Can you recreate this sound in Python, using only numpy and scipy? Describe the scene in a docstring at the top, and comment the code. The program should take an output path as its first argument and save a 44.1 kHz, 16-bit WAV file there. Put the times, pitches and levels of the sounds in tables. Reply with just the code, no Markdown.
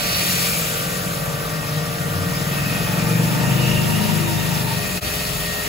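"""In a narrow lane an electric pressure washer sprays foam over a car while a single-cylinder motorbike passes behind.
Nozzle hiss and splash on glass and bonnet are banded noise; rough rings and a drifting whistle are narrow noise.
Motor and pump drone as noise and multiples of the shaft speed, with a shrill whine. The motorbike slows, picks up
and thumps past: a sum of firing orders, with rough gear whine while it is close.
Two microphone ports hear it all; the whole sound fades out and in once, briefly."""
import sys
import numpy as np
from scipy import signal
from scipy.fft import rfft, irfft
from scipy.io import wavfile

SR = 44100
rng = np.random.default_rng(int(sys.argv[2]) if len(sys.argv) > 2 else 0)


def wrap_up_sound(samples):
    """Save the sound to the file named by the first command line argument, as 16-bit audio."""
    columns = np.atleast_2d(samples).T
    # keep every value between -1 and 1, then stretch to whole-number steps
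    tamed = np.clip(columns, -1, 1)
    steps = np.round(tamed * 32767).astype(np.int16)
    wavfile.write(sys.argv[1], SR, steps)


N = 250884
TIME = np.arange(N) / SR
SPLIT = np.array([[.5], [-.5]])   # shares a left-right difference in dB between the ports

# Coherence of noise at the two ports: (frequency [Hz], likeness [0-1])
LIKENESS = [(40, .97), (150, .85), (350, .6), (1000, .2), (2400, .6), (3400, .3), (4200, .7), (5500, .25),
            (6600, .86), (15000, .86)]
# Balance of noise: (frequency [Hz], left-right difference [dB])
TILT = [(40, 2.2), (300, 4.4), (1000, 3), (2800, 0.18), (5300, 3.5), (6300, .1), (15000, .1)]
# Phase of noise: (frequency [Hz], lead of the right port [turns])
PORT_TURNS = [(0, 0), (500, 0), (1100, .25), (2000, .14), (3100, -.19), (3700, .06), (4500, -.02),
              (6200, -1), (6900, -1), (15400, 1), (22050, 1)]

# The lance: (time [s], nozzle hiss level [dB], splash level [dB])
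LANCE_DB = [(0, -28, -28), (.15, -26, -29), (.35, -22.5, -25.5), (.47, -23, -27.5), (.56, -23.5, -26.5),
            (.68, -26, -28), (.8, -28, -29.5), (1.2, -32, -34), (1.6, -34, -33.5), (2.2, -33, -33.5),
            (2.5, -31.5, -31), (3.0, -30.5, -30), (3.4, -30.5, -31.5), (3.7, -30, -29.5), (4, -29.5, -30.5),
            (4.3, -30, -30), (4.7, -29.5, -31), (5.15, -28.5, -31.5), (5.69, -30, -31)]
# Relative spectrum of the nozzle hiss: (frequency [Hz], density [dB per Hz])
HISS = [(1500, -22), (3000, -24), (5000, -36), (6500, 1.5), (8000, 2), (10000, 2.5), (12000, 4),
        (14000, 1.5), (15500, 2), (18000, -17)]
# Relative spectrum of the splash: (frequency [Hz], density [dB per Hz])
SPLASH = [(1200, -14), (1900, -1), (2250, 0), (2550, 3), (2900, 1), (3300, -0.5), (3800, -0.5),
          (4400, -3.5), (5300, -0.5), (6500, -8)]
# Balance of splash, landing foam and rings: (time [s], left-right difference [dB])
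SPLASH_PAN = [(0, -5), (.35, 1), (.8, 1.5), (2.2, -0.5), (3.2, 1.5), (3.85, -1.5), (4.5, 1), (5.69, 0.5)]
# Splash heard straight from where the foam lands: (time [s], level [dB])
LANDING_DB = [(0, -29), (.06, -27), (.15, -25), (.25, -27.5), (.4, -28), (.55, -40), (.75, -37), (1.2, -49),
              (4.4, -50), (4.7, -38), (4.95, -36), (5.15, -33), (5.35, -38.5), (5.69, -38)]
# Its relative spectrum: (frequency [Hz], density [dB per Hz])
LANDING = [(1800, -1), (2100, -2), (2700, 0), (3300, 1), (3900, -3), (4400, 1.5), (4900, -2.5), (5600, -1)]
# Its coherence: (frequency [Hz], likeness [0-1])
LANDING_LIKENESS = [(1800, .9), (5600, .9)]
# Its phase: (frequency [Hz], lead of the right port [turns])
LANDING_TURNS = [(0, .14), (2000, .14), (2300, 0), (2700, -.17), (3350, -.5), (4000, -1), (4500, -1),
                 (5000, -1.17), (5500, -1.5), (22050, -2)]
# The spray crosses a hollow panel: (start [s], end [s], edge slope [dB/s], lower ring [Hz],
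# lower ring level [dB], upper ring level [dB])
SWEEPS = [(0.04, 0.1, 32, 2500, -47, -34), (0.179, 0.389, 60, 2450, -35, -34.5),
          (0.503, 0.55, 150, 2380, -40, -60), (0.63, 0.68, 98, 2430, -39, -60),
          (2.59, 2.616, 120, 2600, -36, -54), (2.76, 2.86, 80, 2500, -36.5, -54),
          (2.96, 3.019, 100, 2516, -43, -54), (3.08, 3.13, 122, 2430, -43, -59),
          (3.27, 3.519, 60, 2463, -39, -59), (3.66, 3.78, 90, 2683, -36.5, -60),
          (4.13, 4.3, 60, 2495, -39, -61.5), (4.65, 4.76, 70, 2480, -40, -43),
          (4.869, 4.98, 70, 2540, -42, -42), (5.04, 5.259, 90, 2540, -39, -41),
          (5.44, 5.6, 60, 2680, -43, -38.5)]
# Noise bandwidths of the rings: (lower ring [Hz], upper ring [Hz])
RING_WIDTHS = (117, 1200)
UPPER_RING_HZ = 4415

# Relative spectrum of motor fan and lane rumble: (frequency [Hz], density [dB per Hz])
DRONE = [(30, -16), (50, 1), (110, 8), (170, 11), (250, 1), (400, -2.5), (470, 1.5), (535, -4), (620, 1),
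         (800, -1.5), (1000, -4), (1250, 1), (1650, -5.5), (1900, -3), (2600, -19.5), (5500, -22)]
# Its level: (time [s], level [dB])
DRONE_DB = [(0, -28), (1, -29.5), (2, -29), (3, -26.5), (4, -28.5), (5, -30), (5.69, -29.5)]
# Thin tone between the pump's multiples: (time [s], level [dB])
MOTOR_TONE = [(0, -40), (.7, -48), (2.3, -49), (3.4, -53), (4.3, -58), (5.69, -60)]
MOTOR_TONE_HZ, SHAFT_HZ = 586.3, 46.52
# Orders of the pump tones: multiples of the shaft speed [-]
PUMP_MULTIPLES = [9, 10, 11, 12, 13, 14, 15, 25, 26, 28, 29, 31, 33, 37]
# Each pump tone shifts once as the listener moves about: (level before [dB], level after [dB],
# time of shift [s], left-right difference [dB], phase lead of the left port [rad])
PUMP = [(-52.5, -40, 3.96, 5.5, -1), (-39.5, -57, 4, 4, -0.5), (-51.5, -46, 2.8, 7, 1.26),
        (-41, -54, 4.1, 2.5, 1.6), (-41.5, -40, 2.8, 1.5, -0.2), (-45, -62, 1.6, 1, 4),
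        (-47.5, -44, 1.7, 1.5, -1.25), (-39, -46.5, 2.44, -0.5, -1.43), (-47, -66, 4.3, 5.5, -0.5),
        (-65, -49, 4.7, 13, -4), (-47.5, -58, 3.3, -4, -2), (-41, -45, 4, -0.5, -2.5),
        (-45.5, -72, 3.7, -4, -1.5), (-81, -48.5, 2.7, -6, -4)]
SHIFT_SPAN_S = 0.24
# Single pump tones swell, sink or change side for a moment: (centre [s], half span [s],
# shaft multiple [-], level change [dB], left-right change [dB])
PUMP_SWELLS = [(0.26, 0.18, 10, -2.5, 0), (.1, 0.25, 12, -1, 7), (0.32, 0.13, 13, -8, 0),
               (0.88, 0.13, 13, -4, -3), (3.63, 0.19, 13, 3.5, -2), (0.092, 0.26, 15, 8.5, 0),
               (1.95, 0.35, 15, 3, 0), (1.8, .3, 11, -16, 0), (0.93, 0.43, 11, 9, 3),
               (0.38, 0.35, 25, -4.5, 1), (1.15, 0.43, 12, 3.5, -10), (2.1, 0.29, 12, 1, 4.5),
               (0.79, 0.42, 9, 4, 0), (5, 0.34, 12, -5, 4), (1.8, .3, 13, 2, -2), (2.4, .4, 13, -1, 4)]
# The motor's shrill slot whine: (time [s], level [dB])
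WHINE = [(0.0, -56), (0.2, -43), (0.84, -49), (0.89, -39), (1.08, -49.5), (1.63, -40), (1.74, -54),
         (1.79, -39), (1.98, -50), (2.04, -40), (2.17, -47), (2.25, -38.5), (2.87, -39), (3.12, -45),
         (3.17, -38), (3.23, -45), (3.31, -42), (3.39, -49), (3.44, -34.5), (3.62, -43), (3.76, -36.5),
         (3.83, -46), (3.92, -41), (4.25, -43), (4.33, -46), (4.45, -37), (4.55, -49), (4.64, -40),
         (4.86, -36), (4.96, -46), (5.07, -41.5), (5.3, -39), (5.355, -50), (5.395, -34), (5.6, -36.5),
         (5.69, -43)]
WHINE_FLICKER_DB = 1.9

# Motorbike speed: (time [s], firing rate [1/s])
FIRING = [(0, 21.7), (.19, 22.2), (.38, 21.89), (.57, 20.85), (.95, 20.14), (1.14, 19.17), (1.33, 16.61),
          (1.52, 15.75), (2.28, 19.47), (2.66, 21.03), (3.42, 25.08), (3.61, 25.84), (3.8, 25.4),
          (3.99, 26.11), (4.18, 26.16), (4.75, 24.45), (4.94, 22.79), (5.32, 21.3), (5.69, 22.4)]
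# The motorbike comes near and leaves: (time [s], exhaust level [dB])
BIKE = [(0.0, -34.5), (0.52, -33.5), (1.03, -34), (1.55, -32.5), (2.07, -26.5), (2.59, -25.5), (3.1, -19.5),
        (3.62, -19), (4.14, -20), (4.66, -24.5), (5.17, -35), (5.69, -40.5)]
# The two lowest orders, 2 and 3: (time [s], level of order 2 [dB])
THUD = [(0, -45), (.6, -54), (1.2, -45), (1.7, -57), (2.1, -52), (2.7, -44), (3.1, -49), (3.7, -39),
        (4.2, -45), (4.7, -43.5), (5.3, -39.5), (5.69, -44)]
# Colour of orders 4-10: (frequency [Hz], level against the exhaust [dB])
BOOM = [(60.0, -52), (90.0, -13), (120.0, -11.5), (150.0, -6.5), (175.0, -4.5), (200.0, -16.5),
        (240.0, -18.5), (290.0, -34)]
# Colour of the orders above 10, the rasp: (frequency [Hz], level before RASP_DB is added [dB])
EXHAUST = [(170, -5.5), (250, -8), (285, -5), (330, -8.5), (400, -17), (460, -12.5), (600, -25), (800, -8)]
RASP_DB = -15.5   # against the exhaust level
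# Single orders swell or sink as the bike moves between the walls:
# (centre [s], half span [s], order [-], level change [dB])
ORDER_SWELLS = [(0.33, 0.19, 5, 2), (.38, 0.086, 6, 11.5), (0.57, 0.67, 8, 6.5), (1.19, 0.31, 9, 7.5),
                (1.47, 0.17, 10, 9), (1.77, 0.13, 9, 10), (1.28, .12, 8, 6), (1.25, .25, 4, 10),
                (.9, .45, 15, 7.5), (1.65, 0.55, 18, 6.5), (5.25, .45, 14, -9), (.15, .25, 11, -7),
                (4.7, .15, 5, 6), (2.0, .12, 8, 4.5), (2.0, .4, 4, -10), (5.23, 0.34, 4, 6),
                (5.11, 0.42, 3, 5), (1.5, .5, 11, -7), (1.4, .5, 12, -8), (5.25, .12, 6, 9),
                (2.04, 0.15, 6, -8), (2.18, 0.11, 5, 13.5), (2.55, 0.19, 7, 6), (2.75, 0.15, 14, 10.5),
                (2.9, 0.041, 7, -3), (2.63, 0.3, 22, 10), (2.9, .25, 21, 2), (3.18, 0.2, 20, 7.5),
                (3.34, 0.19, 19, 8), (3.65, 0.1, 19, 13.5), (3.37, 0.062, 7, -3), (3.68, 0.04, 7, 2.5),
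                (3.87, 0.12, 8, -7.5), (3.08, .07, 6, -6), (3.39, 0.087, 5, -7), (3.34, .15, 9, 1),
                (4.5, 0.077, 6, 4), (3.18, 0.15, 14, 10.5), (3.25, 0.17, 13, 1), (3.35, 0.085, 8, -9),
                (3.62, 0.087, 13, 6.5), (3.75, 0.12, 14, 9), (3.7, 0.083, 8, 6), (3.9, 0.084, 7, -5),
                (4.2, 0.036, 6, 6), (4.33, 0.093, 7, -14), (4.6, 0.13, 8, -14), (4.55, 0.11, 7, 2),
                (4.9, .1, 7, -1), (6.5, 0.093, 5, 8), (4.4, 0.056, 6, 2), (3.7, 0.34, 18, 3),
                (4.3, 0.96, 11, -13), (3.1, 0.36, 4, -29), (3.14, 0.38, 5, 5.5), (3.16, 0.1, 7, 6.5),
                (3.66, 0.41, 5, 6), (4.0, 0.21, 8, 14), (4.07, 0.18, 5, -12), (4.37, 0.39, 13, 10),
                (4.26, 0.77, 7, -3.5), (4.4, 0.76, 4, 3.5), (4.9, 0.15, 8, 10.5), (4.95, 0.1, 6, -12),
                (5.41, 0.19, 8, 10.5)]
# Colour of the part unlike at the ports: (frequency [Hz], level before SIDE_DB is added [dB])
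SIDEWAYS = [(40, -30), (90, -44), (150, -1), (200, -6), (240, -13), (300, -15.5), (450, -23), (800, -22)]
# Level of the unlike part against the exhaust, and its rise while the bike is abreast
SIDE_DB, ABREAST_S, ABREAST_SPAN_S, ABREAST_DB = -18, 4.05, 0.98, 9.5
FIRST_FIRING_TURNS = .42   # how far into its cycle the engine starts
SMEAR_RAD = 1.6   # phase scatter of the orders outside the blur; small enough that each firing throbs
DRAW_OUT_RAD = .16   # phase curvature: low orders lead the high ones
# For a while the echoes blur the throb: extra scatter as a multiple of SMEAR_RAD
BLURRED_S, BLURRED_SPAN_S, BLURRED_TIMES = 4.25, .5, 2.5
# Gear contacts: (time [s], tooth rate [Hz])
TOOTH_RATE = [(3.0, 865), (3.4, 905), (3.7, 916), (4.12, 943), (4.4, 921), (4.8, 894)]
# Gear whine: (multiple of the tooth rate [-], noise width [Hz], time of the bend [s], level there [dB],
# rise before it [dB/s], fall after it [dB/s]; a negative fall goes on rising)
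CLATTER = [(1, 43, 4, -35, 3.5, -1), (2, 84, 3.65, -39.5, 9, 2), (4, 113, 4.3, -41.5, 22, 6)]
# Gears are heard only while the bike is close; how fast they come and go
CLOSE_START_S, CLOSE_END_S, COME_DB_PER_S, GO_DB_PER_S = 3, 4.72, 36, 120

# A rough whistle drifts through the spray: (time [s], centre frequency [Hz], level [dB])
WHISTLE = [(3.1, 2600, -57), (3.4, 2700, -41), (3.58, 2850, -34), (3.72, 2830, -29.5), (3.87, 2780, -33),
           (4.0, 2830, -35.5), (4.2, 2790, -39), (4.4, 2760, -37), (4.58, 2760, -43), (4.75, 2700, -55)]

FADE_S, FADE_OUT_S, FADE_IN_S, FADE_DB = 5.0055, .028, .027, -28
CUTOFF_HZ = 15950


def amp(db):
    """Decibel law: amplitude gain of a level in dB."""
    return 10 ** (np.asarray(db) / 20)


def rms_one(x):
    """Power normalisation: scale to rms 1."""
    return x / np.sqrt(np.mean(x ** 2) + 1e-20)


def in_time(rows):
    """Linear interpolation: the columns of a time table at every sample."""
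    s, *columns = np.transpose(rows)
    return [np.interp(TIME, s, column) for column in columns]


def at_hz(points, hz):
    """Logarithmic frequency scale: read a spectrum between its points."""
    table_hz, values = np.transpose(points)
    return np.interp(np.log(hz), np.log(table_hz), values)


def bell(centre_s, span_s):
    """Gaussian envelope: 1 at its centre, 1/e one span away."""
    return np.exp(-((TIME - centre_s) / span_s) ** 2)


def swell(start_s, end_s, rise_db_per_s, fall_db_per_s):
    """Exponential growth and decay: 0 dB between two times, straight slopes in dB outside."""
    before = np.maximum(start_s - TIME, 0)
    after = np.maximum(TIME - end_s, 0)
    return -rise_db_per_s * before - fall_db_per_s * after


def drift(rate):
    """Low-pass random process: rms 1, changing about rate times a second."""
    step = 40   # samples per drawn value
    pole = np.exp(-2 * np.pi * rate * step / SR)
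    draws = rng.standard_normal(N // step + 2002)
    slow = signal.lfilter([1], [1, -2 * pole, pole * pole], draws)[2000:]   # drop the settling
    return np.interp(np.arange(N) / step, np.arange(len(slow)), rms_one(slow))


def port_noise(spectrum, surge_db, patchy_db, likeness=LIKENESS, turns=PORT_TURNS):
    """Partial coherence: third-octave noise at two ports, surging together, flickering by band; rms 1."""
    hz = np.fft.rfftfreq(N, 1 / SR) + 1
    lowest_hz, highest_hz = spectrum[0][0], spectrum[-1][0]
    shared, own = rfft(rng.standard_normal((2, N)))
    alike = at_hz(likeness, hz)
    lead = np.exp(2j * np.pi * np.interp(hz, *np.transpose(turns)))
    right = lead * (alike * shared + np.sqrt(1 - alike ** 2) * own)
    ports = np.array([shared, right])
    ports *= amp(at_hz(spectrum, hz) + at_hz(TILT, hz) * SPLIT)
    ports *= (hz > lowest_hz) & (hz < highest_hz * 1.1)
    place = 3 * np.log2(hz)   # in third octaves
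    out = 0
    for k in range(int(3 * np.log2(lowest_hz)), int(3 * np.log2(highest_hz)) + 2):
        crossfade = np.clip(1 - abs(place - k), 0, 1)
        band = irfft(ports * crossfade, N)
        out = out + band * amp(surge_db + patchy_db * drift(18.2))
    return rms_one(out)


def rough_tone(turn, width_hz, alike):
    """Random modulation: a carrier smeared into a narrow noise band, partly alike at the two ports."""
    left, own = (drift(width_hz) + 1j * drift(width_hz) for port in range(2))
    right = alike * left + np.sqrt(1 - alike ** 2) * own
    return np.real(np.exp(1j * turn) * [left, right])


def panel_rings():
    """Resonance of a hollow panel: two narrow noise bands; the lower glides between the sweeps' pitches."""
    centres_s = [(start + end) / 2 for start, end, *rest in SWEEPS]
    lower_hz = np.interp(TIME, centres_s, [row[3] for row in SWEEPS])
    turns = 2 * np.pi * np.cumsum(lower_hz) / SR, 2 * np.pi * UPPER_RING_HZ * TIME
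    out = 0
    for k, width_hz in enumerate(RING_WIDTHS):
        gain = 0
        for start, end, edge, lower, *rings_db in SWEEPS:
            gain = gain + amp(rings_db[k] + swell(start, end, edge, edge))
        out = out + gain * amp(1.5 * drift(7.2)) * rough_tone(turns[k], width_hz, alike=0.32)
    return out


def lance():
    """Flow noise: nozzle hiss, splash and landing foam share the surges of the foaming flow."""
    hiss_db, splash_db = in_time(LANCE_DB)
    landing_db, = in_time(LANDING_DB)
    pan_db, = in_time(SPLASH_PAN)
    surge_db = .22 * drift(4) + .5 * drift(13)
    hiss = amp(hiss_db) * port_noise(HISS, surge_db / 2, patchy_db=1.3)
    splash = amp(splash_db) * port_noise(SPLASH, surge_db, patchy_db=1.5)
    landing = amp(landing_db) * port_noise(LANDING, 1.5 * surge_db, patchy_db=1.5,
                                           likeness=LANDING_LIKENESS, turns=LANDING_TURNS)
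    return hiss + (splash + landing + panel_rings()) * amp(pan_db * SPLIT)


def motor_drone():
    """Broadband and tonal radiation: fan and lane rumble as noise, with one thin motor tone."""
    rumble = amp(in_time(DRONE_DB)[0]) * port_noise(DRONE, 0, patchy_db=1.5)
    tone_db = in_time(MOTOR_TONE)[0] + 1.2 * drift(5.2)
    return rumble + np.sqrt(2) * amp(tone_db) * np.sin(2 * np.pi * MOTOR_TONE_HZ * TIME)


def pump():
    """Harmonics of rotation: wavering tones of fixed pitch at multiples of the shaft speed."""
    out = 0
    for multiple, (first_db, second_db, shift_s, pan_db, lead) in zip(PUMP_MULTIPLES, PUMP):
        moved = .5 + .5 * np.tanh((TIME - shift_s) / SHIFT_SPAN_S)
        waver_db = 0.069 * multiple * drift(4.1) + 0.4 * drift(0.78)   # high tones waver most
        level_db = first_db + moved * (second_db - first_db) + waver_db
        for s, span, swelling, db, sideways_db in PUMP_SWELLS:
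            if swelling == multiple:
                level_db = level_db + db * bell(s, span)
                pan_db = pan_db + sideways_db * bell(s, span)
        turn = 2 * np.pi * (multiple * SHAFT_HZ * TIME + rng.random()) + .1 * drift(4)
        out = out + np.sqrt(2) * amp(level_db + pan_db * SPLIT) * np.sin(turn + [[lead], [0]])
    return out


def whine():
    """Slot harmonic: a thin tone at forty times the shaft speed, a little ahead at the right port."""
    level_db = in_time(WHINE)[0] + WHINE_FLICKER_DB * drift(7.6)
    turn = 2 * np.pi * 40 * SHAFT_HZ * TIME + 0.077 * drift(4.3)
    return np.sqrt(2) * amp(level_db + np.array([[1.5], [-1.1]])) * np.sin(turn + [[-.6], [0]])


def motorbike():
    """Fourier series of the firings: orders smeared in phase by the lane's echoes draw out each thump."""
    per_s, = in_time(FIRING)
    exhaust_db, = in_time(BIKE)
    thud_db, = in_time(THUD)
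    side_db = exhaust_db + SIDE_DB + ABREAST_DB * bell(ABREAST_S, ABREAST_SPAN_S)
    uneven_per_s = per_s * (1 + 0.0034 * drift(11.6))
    turn = 2 * np.pi * (FIRST_FIRING_TURNS + np.cumsum(uneven_per_s) / SR)
    smear = SMEAR_RAD * (1 + BLURRED_TIMES * bell(BLURRED_S, BLURRED_SPAN_S))
    alike, unlike = 0, 0
    for order in range(2, 30):
        hz = order * per_s
        if order < 4:
            level_db = thud_db - 3 * (order - 2) + 2.0 * drift(4.6)
        elif order <= 10:
            level_db = exhaust_db + at_hz(BOOM, hz) + 1.46 * drift(8.6)
        else:
            level_db = exhaust_db + RASP_DB + at_hz(EXHAUST, hz) + 2.8 * drift(2.35)
        for s, span, swelling, db in ORDER_SWELLS:
            if swelling == order:
                level_db = level_db + db * bell(s, span)
        draw_out = DRAW_OUT_RAD * order * (order - 13)
        phase = order * turn - draw_out + smear * rng.random() + 0.081 * order * drift(1.11)
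        alike = alike + amp(level_db) * np.cos(phase)
        sideways_db = side_db + at_hz(SIDEWAYS, hz) + 0.4 * min(order, 12) * drift(2.0)
        unlike = unlike + amp(sideways_db) * np.sin(phase + 1.64 * drift(0.19))
    # the unlike part has opposite signs at the two ports
    return np.sqrt(2) * (alike * amp([[1.2], [-1.2]]) + unlike * [[1], [-1]])


def clatter():
    """Gear meshing: loose teeth give rough multiples of the tooth rate, flickering unevenly in level."""
    near = amp(swell(CLOSE_START_S, CLOSE_END_S, COME_DB_PER_S, GO_DB_PER_S))
    teeth = 2 * np.pi * np.cumsum(in_time(TOOTH_RATE)[0]) / SR
    out = 0
    for multiple, width_hz, s, bend_db, rise, fall in CLATTER:
        level_db = bend_db + swell(s, s, rise, fall) + 2.0 * drift(9.5)
        out = out + amp(level_db) * rough_tone(multiple * teeth, width_hz, alike=0.075)
    return near * out


def whistle():
    """Narrow-band noise: a rough, bursting band of the spray whose centre frequency wanders."""
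    hz, level_db = in_time(WHISTLE)
    turn = 2 * np.pi * np.cumsum(hz) / SR
    return amp(level_db + 1.4 * drift(16.0)) * rough_tone(turn, width_hz=99, alike=0.26)


def scene():
    """Superposition: the pressures of all sources add at the two ports."""
    washer = lance() + motor_drone() + pump() + whine()
    return washer + motorbike() + clatter() + whistle()


def record(dry):
    """Gain and low-pass filtering: one brief fade out and in, then the top is cut."""
    fade = np.interp(TIME, [FADE_S - FADE_OUT_S, FADE_S, FADE_S + FADE_IN_S], [1, amp(FADE_DB), 1])
    top_cut = signal.ellip(14, .3, 80, CUTOFF_HZ - 200, fs=SR, output="sos")
    return signal.sosfilt(top_cut, dry * fade)


dry = scene()
out = record(dry)
wrap_up_sound(out)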